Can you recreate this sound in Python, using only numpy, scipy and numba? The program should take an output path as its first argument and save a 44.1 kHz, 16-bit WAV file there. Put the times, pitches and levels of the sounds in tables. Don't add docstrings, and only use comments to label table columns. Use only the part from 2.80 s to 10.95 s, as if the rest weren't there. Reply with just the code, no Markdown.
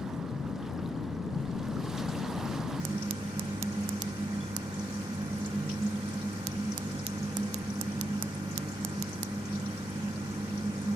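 import sys
import numpy as np
from scipy import signal
from scipy.fft import rfft, irfft, next_fast_len
from scipy.io import wavfile
from scipy.ndimage import uniform_filter1d
from numba import njit

SR = 44100
rng = np.random.default_rng(int(sys.argv[2]) if len(sys.argv) > 2 else 0)


def inscribe(sig):
    pcm = np.round(np.clip(np.atleast_2d(sig).T, -1, 1) * 32767)
    wavfile.write(sys.argv[1], SR, pcm.astype(np.int16))


def voltage_ratio(decibels):
    exponent = np.asarray(decibels, float) / 20
    return 10 ** exponent


N = 359415
BLOCK, BLOCK_START = 1024, 87

# f/Hz, left level/dB per Hz, right level/dB per Hz
RUMBLE = [(25, -92, -90), (45.3, -82, -89), (66.4, -76, -66.5), (84, -68, -72.5), (126, -71, -66),
          (205, -60.5, -59), (261, -67, -66.5), (312, -73.5, -68), (359, -73, -78.5), (487, -79.5, -74.5),
          (625, -81, -83), (784, -81.5, -80), (1100, -82.5, -82), (1600, -76, -80)]
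# f/Hz, left level/dB, right level/dB, left lead/rad
HUM = [(100.0, -44.0, -46.5, -0.1), (200.0, -41.3, -40.2, -0.1), (300.0, -53.4, -51.2, -0.4),
       (400.1, -60.5, -58.9, -0.7), (500.1, -57.3, -59.0, 0.2), (600.1, -68.9, -69.8, -0.3),
       (700.2, -67.4, -72.1, -0.5), (800.2, -60.1, -63.8, -1.3), (900.2, -61.4, -68.2, -2.0),
       (1000.2, -63.6, -63.2, -1.0), (1100.2, -76.2, -65.9, 0.6), (1200.2, -72.0, -64.5, -0.8),
       (1400.3, -73.0, -75.6, -0.6), (1500.3, -80.7, -74.2, 2.2), (1600.3, -73.1, -76.9, -1.0),
       (304.7, -57.3, -57.7, -0.1), (360.1, -67.5, -67.5, -0.1), (609.6, -65.2, -69.5, -0.6),
       (1066.8, -73.2, -67.5, -0.4), (1168.6, -75.2, -84.0, -0.4), (1219.3, -65.5, -71.2, -1.8),
       (1320.7, -72.0, -72.0, -1.0), (1371.6, -58.5, -79.1, -2.8), (1422.2, -66.1, -80.1, -1.3),
       (1980.6, -77.0, -70.1, -1.4)]
# t/s, level/dB
SWELL = [(0.05, -60), (0.1, -65), (0.38, -54.5), (0.7, -61), (1.0, -55), (1.4, -63.3), (2.09, -54.5),
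         (2.48, -63), (3.2, -56), (3.66, -60.5), (4.07, -54.6), (4.34, -62), (4.61, -53.5), (5.64, -68),
         (6.86, -56.5), (7.15, -63), (8.11, -57.4)]
# t/s, level/dB
THROBS = [(-0.025, -43), (0.141, -38), (0.29, -34.5), (0.48, -45), (0.585, -41.5), (0.722, -41.5),
          (0.88, -34.5), (0.994, -36.5), (1.15, -36.5), (1.285, -44), (1.429, -37.5), (1.544, -36),
          (1.8, -55), (2.023, -41), (2.18, -41), (2.299, -48), (2.411, -39), (2.551, -37.5), (2.646, -36),
          (2.776, -34), (2.932, -43), (3.052, -28.5), (3.16, -38), (3.249, -38), (3.374, -36.5),
          (3.47, -35.5), (3.651, -58), (3.807, -34), (3.899, -34.5), (4.028, -57), (4.153, -42.5),
          (4.368, -43), (4.43, -40.5), (4.616, -32.5), (4.787, -43), (4.88, -40.5), (4.989, -39),
          (5.08, -37.5), (5.214, -38), (5.338, -34), (5.465, -40.5), (5.602, -65), (5.808, -69),
          (6.04, -42), (6.175, -39.5), (6.465, -54), (6.541, -36.5), (6.757, -38.5), (6.851, -42),
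          (7.018, -62), (7.163, -44), (7.249, -33.5), (7.424, -46.5), (7.505, -41), (7.589, -41.5),
          (7.767, -36), (7.877, -34), (7.991, -54), (8.085, -30.5), (8.24, -33)]
# t/s, level/dB
SLOW_LOAD = [(0.05, -37.5), (0.51, -58.5), (0.63, -35), (0.72, -53.3), (0.79, -51), (0.9, -50), (1.09, -55),
             (1.18, -52), (1.35, -44.5), (1.76, -54), (1.88, -45.5), (2.26, -61), (2.47, -39), (2.6, -52),
             (2.84, -36), (3.06, -51), (3.15, -47), (3.26, -60), (3.39, -41), (3.64, -61), (3.78, -41.5),
             (3.94, -63), (4.13, -37), (4.27, -49), (4.43, -39), (4.59, -51), (4.78, -51.8), (4.87, -55),
             (5.27, -42.5), (5.56, -45.5), (5.8, -42.5), (5.99, -53), (6.11, -43.5), (6.4, -53),
             (6.5, -52.8), (6.6, -64), (6.76, -44), (6.91, -58), (7.13, -46), (7.65, -48), (8.11, -45)]
WHIRR_HZ = (63, 140, 250, 350, 450, 551, 1450, 1980, 2350, 850, 1058)
# width/Hz, left level/dB, right level/dB
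WHIRR = [(18, -71, -87), (4.97, -51.5, -54), (5.97, -59.5, -53), (3.6, -57.5, -55.5), (3.9, -59, -59.5),
         (10.3, -59, -59), (63, -59, -80), (56.7, -64, -69.5), (114, -63, -61.5), (4, -69, -70),
         (15.6, -65.5, -62)]
WHIRR_SHARE = (0, 0, .2, .4, .6, .3, 0, 0, 0, 0, 0)
# f/Hz, left level/dB per Hz, right level/dB per Hz
TRICKLE = [(1824, -87, -82), (2270, -90.5, -88), (2500, -90.5, -88.5), (3000, -92, -90), (3810, -93, -93.5),
           (4460, -87.5, -93), (4840, -89, -92.5), (5700, -85, -92.5), (6800, -89.5, -88.5),
           (6870, -93.5, -91), (8400, -99, -90.5), (11600, -102, -97.5), (14900, -106, -99),
           (15400, -108, -101)]
# t/s, level/dB
FLOW = [(0.0, -53.5), (0.82, -54.5), (1.04, -53), (1.84, -55), (2.13, -52.5), (2.43, -54.5), (3.18, -53),
        (3.81, -53), (3.95, -53), (4.27, -53), (5.31, -54.5), (6.35, -53.5), (6.45, -54.5), (8.15, -54.5)]
# t/s, f/Hz, level/dB, length/ms
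SPLASHES = [(0.181, 5650, -42, 7), (0.224, 5470, -36.5, 6), (0.922, 6340, -42, 9.9),
            (1.035, 6540, -42.5, 9), (1.942, 6940, -45, 7.6), (1.994, 5900, -38.5, 20),
            (2.143, 5700, -42.5, 14), (2.648, 4400, -41, 9), (2.661, 6930, -39, 9.1),
            (2.892, 5400, -36, 14), (2.9, 3000, -40, 14), (3.065, 6500, -38, 7.8), (3.415, 4300, -46, 13),
            (3.92, 5700, -39, 7), (4.114, 4930, -42, 8.9), (4.192, 5160, -40.5, 14), (4.274, 6180, -38, 27),
            (4.38, 6370, -42, 13), (4.429, 6500, -43, 11), (4.903, 5700, -42, 6), (5.712, 6600, -40, 18),
            (5.757, 5000, -39, 4.9), (5.887, 6400, -42, 15), (5.92, 6890, -41, 23),
            (6.331, 6100, -39.5, 11), (6.445, 6500, -41, 9.7), (6.656, 6340, -42, 9.4),
            (6.753, 4340, -41, 10), (6.862, 4270, -42, 8.3), (6.861, 5570, -43.5, 11),
            (6.724, 5500, -45, 22), (2.893, 2530, -42.5, 10), (2.893, 3670, -44, 14),
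            (4.118, 7800, -47, 18), (2.915, 5190, -38, 16), (6.274, 5840, -49, 11), (6.729, 4370, -44, 13),
            (7.776, 5700, -41.5, 9)]
# t/s, f/Hz, level/dB
MORE_SPLASHES = [(0.649, 8960, -46), (1.012, 9050, -48), (1.208, 7500, -45), (2.35, 9150, -47), (2.419, 10760, -47),
                 (2.459, 9990, -49), (2.583, 10400, -49), (3.036, 7870, -46), (3.289, 9700, -45),
                 (3.337, 7400, -47), (3.531, 8300, -46), (4.118, 8650, -52), (4.299, 8400, -49),
                 (4.595, 10130, -47), (4.785, 10680, -47), (4.937, 9900, -49), (5.432, 10600, -45),
                 (5.548, 9150, -44), (6.01, 7300, -46), (6.096, 7300, -46), (6.198, 9820, -47), (6.293, 8600, -45),
                 (6.41, 6500, -50), (2.897, 4200, -48), (6.757, 5600, -46), (6.799, 7400, -47), (7.1, 9300, -45),
                 (7.359, 4700, -43), (7.511, 7240, -45), (8.016, 9350, -46), (3.0235, 6570, -45),
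                 (1.127, 5840, -49), (1.303, 5400, -48), (2.532, 5960, -47), (2.613, 6000, -46), (4.631, 6040, -42),
                 (4.956, 5570, -44), (5.119, 5660, -46), (6.976, 5450, -43.5), (6.91, 5800, -48), (6.80, 5900, -52),
                 (2.94, 5350, -45), (0.25, 6100, -45), (3.718, 5700, -45), (4.877, 5900, -50), (4.99, 6300, -44),
                 (6.243, 5200, -46), (3.416, 5500, -47)]
# f/Hz, left minus right level/dB
PORTS = [(3300, 5), (4200, 8), (6100, 8.5), (6700, 2.5), (7300, -1), (9500, -3)]
# t/s, f/Hz, left level/dB, right level/dB, time to fall by 60 dB/s
DRIP = (1.599, 3420, -48, -51, .21)
# t/s, energy level/dB, scrape/ms,
# slide [0 a firm knock, 1 a thin glancing scrape]
TICKS = [(0.0517, 2, 0.83, 1.15), (0.3091, 2.5, 1, 0.11), (0.595, 1.5, 0.91, 0.99), (0.8262, 2, 0.68, .03),
         (1.091, 1.5, 1, 1.3), (1.2205, 2.5, 0.78, 0.17), (1.7653, 4, 1, 0.9), (3.6703, 3, 0.47, 0.21),
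         (3.9786, 2, 0.61, 0.89), (4.267, 1.5, 0.53, .1), (4.5694, 2.8, 0.99, 1.6), (4.7436, 0.5, 0.5, .03),
         (5.0127, 3, 1.3, 1.07), (5.2125, 1, 0.47, 0.13), (5.4248, 3.5, 0.72, 1.1), (5.778, 3, 0.59, .2),
         (6.049, 3, 0.7, 0.97), (6.2248, -0.1, 0.34, 0.2), (6.4317, 3, 0.67, 0.86), (1.0964, -19, .4, 1.1),
         (3.9806, -19, .4, 1.1), (6.4343, -15, .4, 1.2)]
DEAD_HZ = (11300, 8100, 13300, 8100, 12100, 9000, 3450, 9800, 12000, 8100, 13400, 9000, 4000, 9000, 10700,
           7100, 8700, 9000, 12300, 9000, 9000, 9000)
DEAD_DB = (-12, -12, -10, 0, -11, 0, -13, -5, -6, 0, -11, 0, -9, 0, -17, -3, -4, 0, -4, 0, 0, 0)
# f/Hz, firm level/dB, glancing level/dB
HOUSING = [(4000, 1, 2.5), (5000, 0, -2.5), (6500, 4.5, -0.5), (7400, -1.5, 1.5), (10600, -5.5, 0),
           (12400, 5.5, -5), (14500, -2.5, -3)]
# f/Hz, width/Hz, firm level/dB, half-glancing level/dB, glancing level/dB
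HOUSING_MODES = [(4440, 440, -1, 4, -2), (5150, 240, 2, -10, -9), (5800, 410, 0.5, -1.5, 4),
                 (6000, 130, -1, 4, -5), (6500, 300, 3.5, -10, -3), (7120, 310, -3, -4, 3.5),
                 (8100, 300, -3, -11, 0.5), (8550, 280, 5.5, 2, -7), (9800, 420, 1.5, 4, -3.5),
                 (10500, 500, 0, -2, -5), (11600, 300, -0.5, 0, -2), (12500, 400, -3, 0, 0),
                 (13700, 300, 2, -8, 0), (14500, 250, 3, 0, 2)]
# f/Hz, level/dB per Hz
GATE = [(700, -106), (1600, -93), (2500, -95.5), (3400, -96.5), (4500, -100), (6000, -98), (8500, -102),
        (11000, -105), (14500, -103.5)]
# f/Hz, left share [0-1], right share [0-1]
HOLES = [(9000, 0, 0), (10500, .15, .05), (12500, .36, .25), (14500, .42, .38)]


def unit(x):
    return x / np.sqrt(np.mean(x ** 2))


def shaped(x, hz, gain):
    length = x.shape[-1]
    size = next_fast_len(length)
    every_hz = np.arange(size // 2 + 1) * SR / size
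    return irfft(rfft(x, size) * np.interp(every_hz, hz, gain), size)[..., :length]


def coloured(x, table, column):
    size = next_fast_len(N)
    table = np.array(table)
    hz = np.maximum(np.arange(size // 2 + 1) * SR / size, 1)
    db = np.interp(np.log(hz), np.log(table[:, 0]), table[:, column])
    if table[0, 0] > 1000:
        edge = np.minimum(1, (hz / table[0, 0]) ** 8)
    else:
        edge = np.minimum(1, (table[-1, 0] / hz) ** 8)
    return irfft(rfft(x, size) * voltage_ratio(db) * edge, size)[..., :N] * np.sqrt(SR / 2)


def band(x, hz, width):
    edges = [hz - width / 2, min(hz + width / 2, .45 * SR)]
    return signal.sosfilt(signal.butter(2, edges, "band", fs=SR, output="sos"), x)


def walk(rate):
    hold = int(SR / rate)
    steps = np.repeat(rng.standard_normal(N // hold + 1), hold)
    return uniform_filter1d(uniform_filter1d(steps, hold), hold)[:N]


def swelling(table, share=1):
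    db = np.interp(np.arange(N) / SR, *np.transpose(table))
    return unit(voltage_ratio(share * uniform_filter1d(db, size=5000)))


def steadied(x, size=2200):
    return unit(x / np.sqrt(uniform_filter1d(np.abs(x), size) + 1e-9))


def rumble():
    left_lag = 8
    size = next_fast_len(N)
    hz = np.arange(size // 2 + 1) * SR / size
    alike = .98 / (1 + (hz / 1160) ** 2.7)
    mid, side = rfft(rng.standard_normal((2, size)))
    mid = irfft(mid * np.sqrt((1 + alike) / 2), size)
    side = irfft(side * np.sqrt((1 - alike) / 2), size)
    left = coloured(np.roll(mid, left_lag) + side, RUMBLE, column=1)
    right = coloured(mid - side, RUMBLE, column=2)
    return np.array([left, right])


def whirr():
    out = np.zeros((2, N))
    for hz, (width, left_db, right_db), share in zip(WHIRR_HZ, WHIRR, WHIRR_SHARE):
        alike = 1 / (1 + (hz / 770) ** 4)
        mid, side = rng.standard_normal((2, N))
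        noise = np.sqrt((1 + alike) / 2) * mid + np.sqrt((1 - alike) / 2) * side * np.array([[1], [-1]])
        out += voltage_ratio([[left_db], [right_db]]) * steadied(band(noise, hz, width)) * swelling(SLOW_LOAD, share)
    return out


def slow_impeller():
    mean_hz, wander_hz, pace = 150.05, .2, 7
    flutter_db, trim_db, pan_db = .5, -.5, -3.5
    hz = mean_hz + wander_hz * walk(pace)
    load_db = np.interp(np.arange(N) / SR, *np.transpose(SLOW_LOAD))
    db = uniform_filter1d(load_db, size=3000) + trim_db + flutter_db * walk(pace)
    tone = np.sin(2 * np.pi * np.cumsum(hz) / SR)
    return np.sqrt(2) * voltage_ratio(db + np.array([[pan_db], [-pan_db]]) / 2) * tone


def pumps():
    t, out = np.arange(N) / SR, np.zeros((2, N))
    drift = 0.2 * walk(1.703)
    turns = rng.uniform(0, 2 * np.pi, len(HUM))
    for (hz, left_db, right_db, lead), turn in zip(HUM, turns):
        phase = 2 * np.pi * hz * t + turn + hz / 200 * drift
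        fade = swelling(SWELL) if round(hz) == 500 else 1
        tone = np.sin(phase + np.array([[lead], [0]]))
        out += np.sqrt(2) * fade * voltage_ratio([[left_db], [right_db]]) * tone
    s, db = np.transpose(THROBS)
    mains = 2 * np.pi * HUM[1][0] * t + turns[1] + drift
    gained = 2 * np.pi * uniform_filter1d(np.interp(t, s, np.arange(len(s))), size=1300)
    throb_db = np.interp(t, s, db) + np.array([[-1], [1]])
    out += np.sqrt(2) * voltage_ratio(throb_db) * np.sin(mains + gained)
    return out + slow_impeller() + whirr()


@njit
def bubbles(start, hz, cycles, size, glide, length):
    out = np.zeros(length)
    for k in range(len(start)):
        n = int(cycles[k] * SR / hz[k] * 3)
        phase, step = 0., 2 * np.pi * hz[k] / SR
        for i in range(min(n, length - start[k])):
            phase += step * (1 + glide * i / n)
            out[start[k] + i] += size[k] * np.exp(-6. 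* i / n) * np.sin(phase)
    return out


def trickle(count=30000):
    s, db = np.transpose(FLOW)
    flow_db = np.interp(np.arange(N) / SR, s, db - db.mean())
    start, pitch, ring, size = rng.random((count, 4)).T
    hz = 1500 + 13000 * pitch
    loud = voltage_ratio(-3.0 * np.log(np.maximum(size, .03))) * np.sqrt(hz)
    centres = 1500 * 1.35 ** np.arange(9)
    shared = [walk(16) for _ in centres]
    out = []
    for column in (1, 2):
        lag = rng.integers(0, 120, count)
        first = (start * (N - 200)).astype(int) + lag
        fizz = bubbles(first, hz, 6.0 + 16.0 * ring, loud, 0.33, N)
        water = 0.53 * unit(fizz) + 0.89 * rng.standard_normal(N)
        patches = np.zeros(N)
        for centre, one, flicker in zip(centres, np.eye(9), shared):
            patch_db = 1.17 * flicker + walk(30) + min(centre / 5000, 1) * flow_db
            patches += shaped(water, centres, one) * voltage_ratio(patch_db) ** min(8000 / centre, 1)
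        out.append(coloured(unit(patches), TRICKLE, column))
    return voltage_ratio(1.5) * np.array(out)


def splashes(count=36):
    more_ms = 9.5
    rows = SPLASHES + [(*row, more_ms) for row in MORE_SPLASHES]
    s, hz, peak_db, ms = np.array(rows).T[:, :, None]
    lean_db = np.interp(hz, *np.transpose(PORTS))
    left_db, right_db = peak_db + np.minimum(lean_db, 0), peak_db - np.maximum(lean_db, 0)
    out = []
    for db in (left_db, right_db):
        late, spread, ring = rng.random((len(s), count, 3)).transpose(2, 0, 1)
        late[:, :4] *= .1
        spread[:, :4] = .3 + .4 * spread[:, :4]
        delay = -1.9 * ms / 1000 * np.log(1 - 0.7 * late)
        start = (np.maximum(s - .001 + delay, 0) * SR).astype(int)
        off = 2 * spread - 1
        pitch = hz * (1 + (.13 + .27 * late) * off * np.abs(off))
        cycles = (9.6 + 48.0 * ring) * np.minimum(hz / 5200, 1) ** 1.4
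        size = voltage_ratio(db + 0.3 - 13 * late)
        out.append(bubbles(start.ravel(), pitch.ravel(), cycles.ravel(), size.ravel(), 0.162, N))
    out[0] = 0.62 * out[0] + 0.59 * band(out[0], 5750, 900)
    return np.array(out)


def drip():
    s, hz, left_db, right_db, t60 = DRIP
    age = np.maximum(np.arange(N) / SR - s, 0)
    tone = np.sin(2 * np.pi * (hz * age + np.exp(-age / .007) + .45 * walk(90)))
    beat = 1 + .7 * np.cos(2 * np.pi * 44 * age - 3.3)
    rise = np.minimum(age / .008, 1)
    fall = voltage_ratio(-60 * age / t60) + .18 * voltage_ratio(-18 * age / t60)
    return voltage_ratio([[left_db], [right_db]]) * tone * beat * rise * fall


def even(x, size=5):
    tone = rfft(x)
    return irfft(tone / uniform_filter1d(np.abs(tone), size) ** 0.95, len(x))


def housing(x, slide, dead_hz, dead_db):
    hz, firm_db, glancing_db = np.transpose(HOUSING)
    every = np.arange(len(x) // 2 + 1) * SR / len(x)
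    db = np.interp(every, hz, firm_db + slide * (glancing_db - firm_db))
    db = db + dead_db * np.exp(-((every - dead_hz) / 400) ** 2)
    for centre, width, firm, half, glancing in HOUSING_MODES:
        mode_db = np.interp(slide, (.3, .65, .85, .95), (firm, half, half, glancing))
        db = db + mode_db * np.exp(-((every - centre) / width) ** 2)
    fold = irfft(db * np.log(10) / 20, len(x))
    fold[1:len(x) // 2] *= 2
    fold[len(x) // 2 + 1:] = 0
    return irfft(rfft(x) * np.exp(rfft(fold)), len(x))


def gritty_scrape(age, ms, lead):
    grit = rng.standard_normal((2, len(age)))
    scrape = grit * (age / (0.32 * ms)) * np.exp(-(age / (0.89 * ms)) ** 2.0)
    scrape += 0.08 * grit * (age > 0) * np.exp(-age / 3.7)
    scrape[0, lead + int(.6 * ms * SR / 1000)] += 2.75 / ms
    scrape[0] = even(scrape[0])
    return scrape


def ticks(size=512, lead=100):
    firm_hz, glancing_hz, cavity_width = 6900, 6000, 1200
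    bright_db = -1.22
    out = np.zeros((2, N + size))
    age = np.maximum(np.arange(size) - lead, 0) / SR * 1000
    onset = np.clip((np.arange(size) - lead + 12) / 14, .1, 1)
    for (s, db, ms, slide), dead_hz, dead_db in zip(TICKS, DEAD_HZ, DEAD_DB):
        glance = np.clip(slide, 0, 1.3)
        thud_db = -13.5 + glance * (-36 + 13.5)
        left_db = -11.5 + glance * (-17.5 + 11.5)
        near, far = gritty_scrape(age, ms, lead)
        thin = 40 * max(-thud_db - 27.5, 0)
        thud = shaped(near, (1900, 3600, 4600), (0, 1, 0))
        body = shaped(near, (3600 + thin, 4600 + thin, 8800, 10000), (0.044, 0.8, 0.6, 0.045))
        bright = shaped(near, (8800, 10000), (0, 1))
        casing = shaped(near, (250, 600, 1500, 2400), (0.44, 0.75, 0.38, 0.022))
        knock = voltage_ratio(-20) * unit(casing)
        body_db = 10 * np.log10(max(1 - voltage_ratio(2 * thud_db) - voltage_ratio(2 * bright_db), .1))
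        right = voltage_ratio(thud_db) * unit(thud) + voltage_ratio(body_db) * unit(body) + voltage_ratio(bright_db) * unit(bright) + knock
        right = unit(housing(right * onset, slide, dead_hz, dead_db))
        right = right + 0.18 * max(1 - slide, 0) * unit(band(right, firm_hz, cavity_width / 2))
        inside = 0.13 * np.roll(unit(near), 8) + 3.3 * np.roll(unit(far), 16)
        left = band(inside, firm_hz + slide * (glancing_hz - firm_hz), cavity_width)
        left = voltage_ratio(left_db) * unit(left) + voltage_ratio(-29) * np.roll(right, 5) + 0.2 * knock
        i = int((s - .0002) * SR) - lead
        out[:, i:i + size] += voltage_ratio(db - 1.0) / np.sqrt(size) * np.array([left, right])
    return out[:, :N]


def scene():
    return rumble() + pumps() + trickle() + splashes() + drip() + ticks()


def lapped(x):
    n, k = np.arange(2 * BLOCK), np.arange(BLOCK)
    window = np.sin(np.pi * (n[:, None] + .5) / (2 * BLOCK))
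    cosines = np.cos(np.pi / BLOCK * np.outer(n + .5 + BLOCK / 2, k + .5))
    basis = window * cosines * np.sqrt(2 / BLOCK)
    pad = 2 * BLOCK - BLOCK_START
    x = np.pad(x, ((0, 0), (pad, 3 * BLOCK - (N + pad) % BLOCK))).reshape(2, -1, BLOCK)

    def back(lines):
        halves = lines @ basis.T
        joined = halves[:, 1:, :BLOCK] + halves[:, :-1, BLOCK:]
        return joined.reshape(2, -1)[:, pad - BLOCK:pad - BLOCK + N]
    return np.concatenate([x[:, :-1], x[:, 1:]], axis=2) @ basis, back


def top_cut(x):
    return signal.sosfilt(signal.butter(12, 16500, fs=SR, output="sos"), x)


def record(dry, size=8):
    lines, back = lapped(shaped(dry, (14450, 14750, 15600, 16500), (1, .05, .015, 0)))
    hz = (np.arange(BLOCK) + .5) * SR / 2 / BLOCK
    bands = (*lines.shape[:2], BLOCK // size)
    waver_db = 2.8 * np.repeat(rng.standard_normal(bands), size, axis=2)
    limit_db = np.interp(hz, *np.transpose(GATE)) + waver_db
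    faint = np.abs(lines) < voltage_ratio(limit_db) * np.sqrt(SR)
    luck = np.repeat(rng.random(bands), size, axis=2)
    luck = np.minimum(luck, 2 * np.roll(luck, 1, axis=1))
    luck = np.minimum(luck, 4 * luck[::-1])
    edge, *shares = np.transpose(HOLES)
    hole = luck < np.array([np.interp(hz, edge, share) for share in shares])[:, None]
    struck = (np.array(TICKS)[:, 0] * SR + 2 * BLOCK - BLOCK_START).astype(int) // BLOCK
    calm = ~np.isin(np.arange(lines.shape[1]), [struck, struck - 1])
    lost = (faint | hole | (hz > 14700)) & calm[:, None]
    mix = back(lines * ~lost) - .0005
    return top_cut(mix)


dry = scene()
out = record(dry)
inscribe(out)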